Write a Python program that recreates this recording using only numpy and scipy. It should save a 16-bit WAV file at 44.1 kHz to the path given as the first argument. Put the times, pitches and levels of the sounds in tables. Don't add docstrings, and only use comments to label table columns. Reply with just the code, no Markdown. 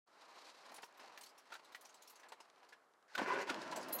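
import sys
import numpy as np
from scipy import signal
from scipy.fft import rfft, irfft
from scipy.io import wavfile
from scipy.ndimage import uniform_filter1d

SR = 44100
rng = np.random.default_rng(int(sys.argv[2]) if len(sys.argv) > 2 else 0)


def wrap_up_sound(samples):
    columns = np.atleast_2d(samples).T
    tamed = np.clip(columns, -1, 1)
    steps = np.round(tamed * 32767).astype(np.int16)
    wavfile.write(sys.argv[1], SR, steps)


N = 176400
T = np.arange(N) / SR


def undb(db):
    return 10 ** (np.asarray(db) / 20)


def unit(x):
    return x / np.sqrt(np.mean(x ** 2))


def curve(table, column):
    points = np.array(table)
    return undb(np.interp(T, points[:, 0], points[:, column], left=-120))


def colour(x, points):
    table = np.array(points)
    f_hz = np.arange(len(x) // 2 + 1) * SR / len(x) + 1
    gain_db = np.interp(np.log(f_hz), np.log(table[:, 0]), table[:, 1], left=-60, right=-60)
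    return unit(irfft(rfft(x) * undb(gain_db), len(x)))


def band(x, f_hz, width_hz):
    b, a = signal.iirpeak(min(f_hz, .45 * SR), f_hz / width_hz, fs=SR)
    return signal.lfilter(b, a, x)


def cut(x, f_hz, kind, order=2):
    return signal.sosfilt(signal.butter(order, f_hz, kind, fs=SR, output="sos"), x)


def walk(rate_hz):
    hold = int(SR / rate_hz)
    steps = np.repeat(rng.standard_normal(N // hold + 1), hold)
    return 0.76 * uniform_filter1d(uniform_filter1d(steps, hold), hold)[:N]


def grit(scatter_db, rate_hz):
    return rng.standard_normal(N) * undb(scatter_db * walk(rate_hz))


def pulses(rate_hz, jitter, scatter_db):
    draws = rng.standard_normal((int(N / SR * 400), 2))
    at = (np.cumsum(np.exp(jitter * draws[:, 0])) / rate_hz * SR).astype(int)
    out = np.zeros(N)
    out[at[at < N]] = undb(scatter_db * draws[at < N, 1])
    return out


def add(out, start_s, x):
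    i = int(start_s * SR)
    out[i:i + len(x)] += x[:N - i]


def shape(attack_s, t60_s, t, hold_s=0):
    decay_db = -60 * np.maximum(t - hold_s, 0) / max(t60_s, .01)
    return (1 - np.exp(-t / attack_s)) * undb(decay_db)


def hush():
    # f/Hz, relative gain/dB
    hush_spectrum = [(60, -32), (380, -10), (700, -8.5), (1300, -8), (2500, -25), (5000, -29.5),
                     (12500, -36.5), (15500, -88)]
    hush_db = -72
    return undb(hush_db) * colour(grit(0.28, 7.9), hush_spectrum)


def rustle():
    # t/s, low band/dB, high band/dB
    rustle_levels = [(.07, -84, -78), (.15, -65.5, -73.5), (.39, -61, -64.5), (.55, -65, -67.5),
                     (.75, -59, -68), (.88, -69, -77.5), (1.05, -60.5, -67), (1.25, -63, -75.5),
                     (1.35, -68.5, -77.5), (1.55, -71.5, -73.5), (1.65, -67.5, -72.5), (1.9, -68.5, -75.5),
                     (2.1, -67.5, -71), (2.3, -65.5, -82.5), (2.5, -70.5, -76), (2.7, -70, -80.5),
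                     (2.85, -78.5, -92)]
    # f/Hz, relative gain/dB
    low_spectrum = [(100, -32), (290, -10.5), (900, -2), (1010, -1), (1190, -5.5), (2500, -13), (3300, -19)]
    # f/Hz, relative gain/dB
    high_spectrum = [(1180, -28), (2000, -5.5), (3290, -5), (4140, 1), (13500, -25), (15500, -43)]
    crackle_per_s, crackle_db, crackle_t60_s = 57, -8, 0.054

    rub = undb(1.5 * walk(24))
    clicks = np.abs(pulses(crackle_per_s, jitter=0.74, scatter_db=3))
    crackle = signal.fftconvolve(clicks, shape(0.00029, crackle_t60_s, T[:3000]))[:N]
    grain = 1 + undb(crackle_db) * unit(crackle)
    low = colour(grit(2.5, 90) * np.sqrt(grain), low_spectrum)
    high = colour(grit(3.4, 120) * grain, high_spectrum)
    both = curve(rustle_levels, column=1) * low + curve(rustle_levels, column=2) * high
    return rub * both * (T < rustle_levels[-1][0])


def ticks():
    # t/s, relative level/dB, pitch f/Hz, top octave re low band/dB
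    tick_events = [(0.6607, -52.5, 4800, -30), (0.7157, -52, 4200, 0), (0.741, -42, 9450, -3),
                   (0.76, -42.5, 9800, -15.5), (0.819, -44.5, 4770, -4), (0.8394, -46, 5540, -2),
                   (0.9727, -54.5, 12200, -6), (0.999, -50, 5170, -24), (1.176, -47, 14000, -7),
                   (1.2084, -42, 8600, -5), (1.232, -40, 4280, -4), (1.26, -41.5, 4500, -30),
                   (1.2885, -48, 5000, -15), (1.3777, -46, 5560, -5), (1.5361, -42, 3900, -19),
                   (1.555, -50, 4670, -32), (1.645, -49, 3960, -20), (1.7202, -48.5, 3960, -7),
                   (1.7492, -48, 3720, 0), (1.809, -49, 11600, 4), (1.8496, -43.5, 5850, -7),
                   (1.8897, -48, 6540, -20), (1.94, -48.5, 7780, -6), (2.02, -45, 6760, -2),
                   (2.0736, -45, 5470, 0), (2.097, -45.5, 11800, 3), (2.155, -46, 6360, -12),
                   (2.194, -50.5, 6000, -8), (2.285, -46, 4300, -38), (2.3193, -46, 4000, -23),
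                   (2.4008, -45, 5150, -32), (2.687, -50, 4620, -23), (2.727, -58, 5170, -37),
                   (3.149, -39, 3650, -29), (3.3346, -40.5, 3580, -28), (3.412, -39.5, 6700, -25),
                   (3.492, -50, 4320, -29), (3.6136, -45, 4400, -32), (3.711, -37.5, 4080, -30),
                   (3.759, -31, 7670, -7), (3.809, -44.5, 6640, -19), (3.825, -40, 4730, -30),
                   (3.881, -43, 5100, 2), (3.9232, -35, 11900, 2), (3.984, -36, 6700, 1)]
    t60_s, hold_s, attack_s = 0.1, 0.0014, 0.0032
    ring_t60_s, ring_db = 0.047, -2
    hump_db, stray_db = -1.5, -3

    out, t = np.zeros(N), T[:6000]
    burst_env = shape(attack_s, t60_s, t, hold_s)
    ring_env = shape(attack_s, ring_t60_s, t)
    for start_s, level_db, pitch_hz, top_db in tick_events:
        noise = rng.standard_normal((4, len(t)))
        noise = noise * undb(1.35 * unit(cut(noise[3], 260, "low")))
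        low = unit(cut(noise[0], [2500, 8000], "band"))
        top = unit(cut(noise[1], [8500, 14000], "band", order=1))
        hump = unit(band(noise[2], pitch_hz, 0.075 * pitch_hz))
        burst = low + undb(hump_db) * hump + undb(top_db) * top
        stray = sum(unit(band(noise[0], f_hz, 90)) for f_hz in 2500 * 5 ** rng.random(4))
        main = unit(band(band(noise[2], pitch_hz, 83), pitch_hz, 360))
        ring = (main + undb(stray_db) * stray) * ring_env
        add(out, start_s, 0.15 * undb(level_db) * (burst * burst_env + undb(ring_db) * ring))
    return out


def snaps():
    # t/s, relative level/dB
    snap_events = [(.925, -57), (1.082, -59), (1.176, -47), (1.749, -47), (2.5, -59), (2.56, -62),
                   (2.937, -66), (3.026, -64), (3.501, -34), (3.544, -41), (3.618, -47), (3.678, -48)]
    out, t = np.zeros(N), T[:6000]
    for start_s, level_db in snap_events:
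        burst = 2 * rng.standard_normal(len(t)) * shape(.0001, .014, t)
        add(out, start_s, undb(level_db) * cut(burst, [1500, 5500], "band"))
    return out


def knocks():
    # t/s, relative level/dB, pitch f/Hz, t60/s, rise/ms
    knock_events = [(0.693, -56, 240, 0.099, 2.7), (0.719, -50, 750, 0.028, 1), (0.783, -46, 855, 0.043, 2),
                    (0.827, -41.5, 972, 0.056, 6.4), (0.994, -50, 895, 0.088, 2),
                    (1.175, -46.5, 1745, 0.063, 0.55), (1.503, -54, 907, 0.25, 0.52),
                    (1.518, -43.5, 1352, 0.11, 6), (1.549, -46.5, 1544, 0.072, 4.5),
                    (1.591, -51.5, 893, 0.046, 5.3), (1.747, -43, 1955, 0.075, 0.49),
                    (2.23, -54, 1690, 0.12, 3.6), (2.319, -49, 887, 0.11, 2.3),
                    (2.403, -51, 915, 0.047, .6), (2.63, -54, 1000, 0.028, 0.85),
                    (2.721, -52, 1700, 0.08, 7), (3.118, -59.5, 857, 0.1, 3),
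                    (3.147, -36.5, 1486, 0.055, 6), (3.178, -33.5, 1454, 0.12, 1.1),
                    (3.213, -33.5, 285, 0.094, 3), (3.274, -34.5, 387, 0.11, 5.5),
                    (3.472, -43, 961, 0.22, 1), (3.488, -33, 1448, 0.071, 10.7),
                    (3.722, -39, 979, 0.084, 4), (3.762, -43, 608, 0.19, 3.3)]
    width_per_pitch, ring_db = .1, 1

    out, t = np.zeros(N), T[:8000]
    for start_s, level_db, pitch_hz, t60_s, rise_ms in knock_events:
        noise = rng.standard_normal((2, len(t)))
        rise_s = max(rise_ms, .1) / 1000
        edges_hz = [max(0.31 * pitch_hz, 200), min(3 * pitch_hz, 3500)]
        body = unit(cut(noise[0], edges_hz, "band"))
        ring = unit(band(noise[1], pitch_hz, width_per_pitch * pitch_hz)) + np.sin(2 * np.pi * pitch_hz * t)
        envelope = shape(rise_s / 2, t60_s, t, rise_s) * np.minimum(t / rise_s, 1)
        add(out, start_s, 0.47 * undb(level_db) * (body + undb(ring_db) * ring) * envelope)
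    return cut(out, 170, "high", order=3)


def key():
    # f/Hz, relative level/dB, t60/s
    key_modes = [(4140, -17, .09), (6729, -22, .3), (10805, -6, .07), (11920, -1, .09), (14275, -20, .15),
                 (15615, -7, .05)]
    # t/s, level/dB, tilt re first mode/(dB/octave)
    key_blows = [(3.925, -39.5, 1), (3.943, -45, 3.5), (3.987, -32, -13)]
    flutter_db = 3

    out, t = np.zeros(N), T[:6000]
    for start_s, level_db, tilt_db in key_blows:
        for f_hz, mode_db, t60_s in key_modes:
            flutter = undb(flutter_db * unit(cut(rng.standard_normal(len(t)), 150, "low")))
            tone = np.sin(2 * np.pi * (f_hz * t + rng.random()))
            gain_db = level_db + mode_db + tilt_db * np.log2(f_hz / key_modes[0][0])
            add(out, start_s, undb(gain_db) * flutter * tone * shape(.003, t60_s, t, .013))
    return out


def resonate(x, modes):
    swell_db = 3.5
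    return sum(undb(level_db + swell_db * walk(30)) * unit(band(x, f_hz, width_hz))
               for f_hz, width_hz, level_db in modes)


def starter():
    # f/Hz, width/Hz, relative level/dB
    housing_modes = [(282, 61, -7), (413, 43, -6), (572, 68, -5.5), (1014, 93, 9.5), (1453, 89, 6.5),
                     (2015, 18, -0.5), (2286, 56, -5.5), (2550, 52, -11)]
    teeth_hz = 169.1
    teeth = unit(pulses(teeth_hz, jitter=0.27, scatter_db=3.5)) + 1.05 * grit(0.7, 65)
    direct = unit(cut(teeth, [250, 2800], "band", order=4))
    return unit(resonate(teeth, housing_modes) + 1.2 * direct)


def engine():
    # f/Hz, width/Hz, relative level/dB
    block_modes = [(326, 144, 1), (667, 200, -0.5), (987, 220, 9.5), (1347, 25, -2.5), (2600, 250, -12)]
    firing_hz = 60.1
    fire = 0.39 * unit(pulses(firing_hz, jitter=0.1006, scatter_db=1.0)) + grit(1.7, 50)
    return unit(resonate(fire, block_modes))


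def motor():
    # t/s, low/dB, mid/dB, hiss/dB
    motor_levels = [(3.08, -101, -90, -72), (3.175, -52, -55, -59), (3.19, -36, -41, -62),
                    (3.235, -46, -43.5, -51.5), (3.255, -44.5, -44.5, -58.5), (3.29, -51.5, -42.5, -52.5),
                    (3.35, -41.5, -39, -53.5), (3.42, -42.5, -42.5, -53), (3.455, -52.5, -51.5, -65.5),
                    (3.505, -45, -43, -47.5), (3.535, -49, -48.5, -57.5), (3.68, -54, -52, -59),
                    (3.78, -51, -53, -60.5), (3.87, -52.5, -51.5, -60.5), (4, -52.5, -53.5, -58)]
    # f/Hz, relative gain/dB
    hiss_spectrum = [(1470, 0.5), (2500, -12), (3440, -15.5), (4270, -10.5), (5830, -14.5), (15500, -43.5)]
    catch_s, crossfade_s = 3.46, 0.026

    caught = np.clip((T - catch_s) / crossfade_s, 0, 1)
    x = (1 - caught) * starter() + caught * engine()
    low = unit(cut(cut(x, 619, "low", order=3), 160, "high"))
    mid = unit(cut(x, [700, 3300], "band", order=3))
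    hiss = colour(grit(3.5, 60), hiss_spectrum)
    return sum(curve(motor_levels, column) * x_band for column, x_band in enumerate((low, mid, hiss), start=1))


def scene():
    return (hush() + rustle() + ticks() + snaps() + knocks() + key() + motor())[None]


def record(dry):
    low_cut_hz, top_hz = 130, 15900
    fade_start_s, fade_len_s = 0.057, 0.022
    fade = np.clip((T - fade_start_s) / fade_len_s, 0, 1) ** 2
    x = cut(dry, low_cut_hz, "high", order=1) * fade
    return signal.sosfilt(signal.ellip(8, .2, 70, top_hz, fs=SR, output="sos"), x)


dry = scene()
out = record(dry)
wrap_up_sound(out)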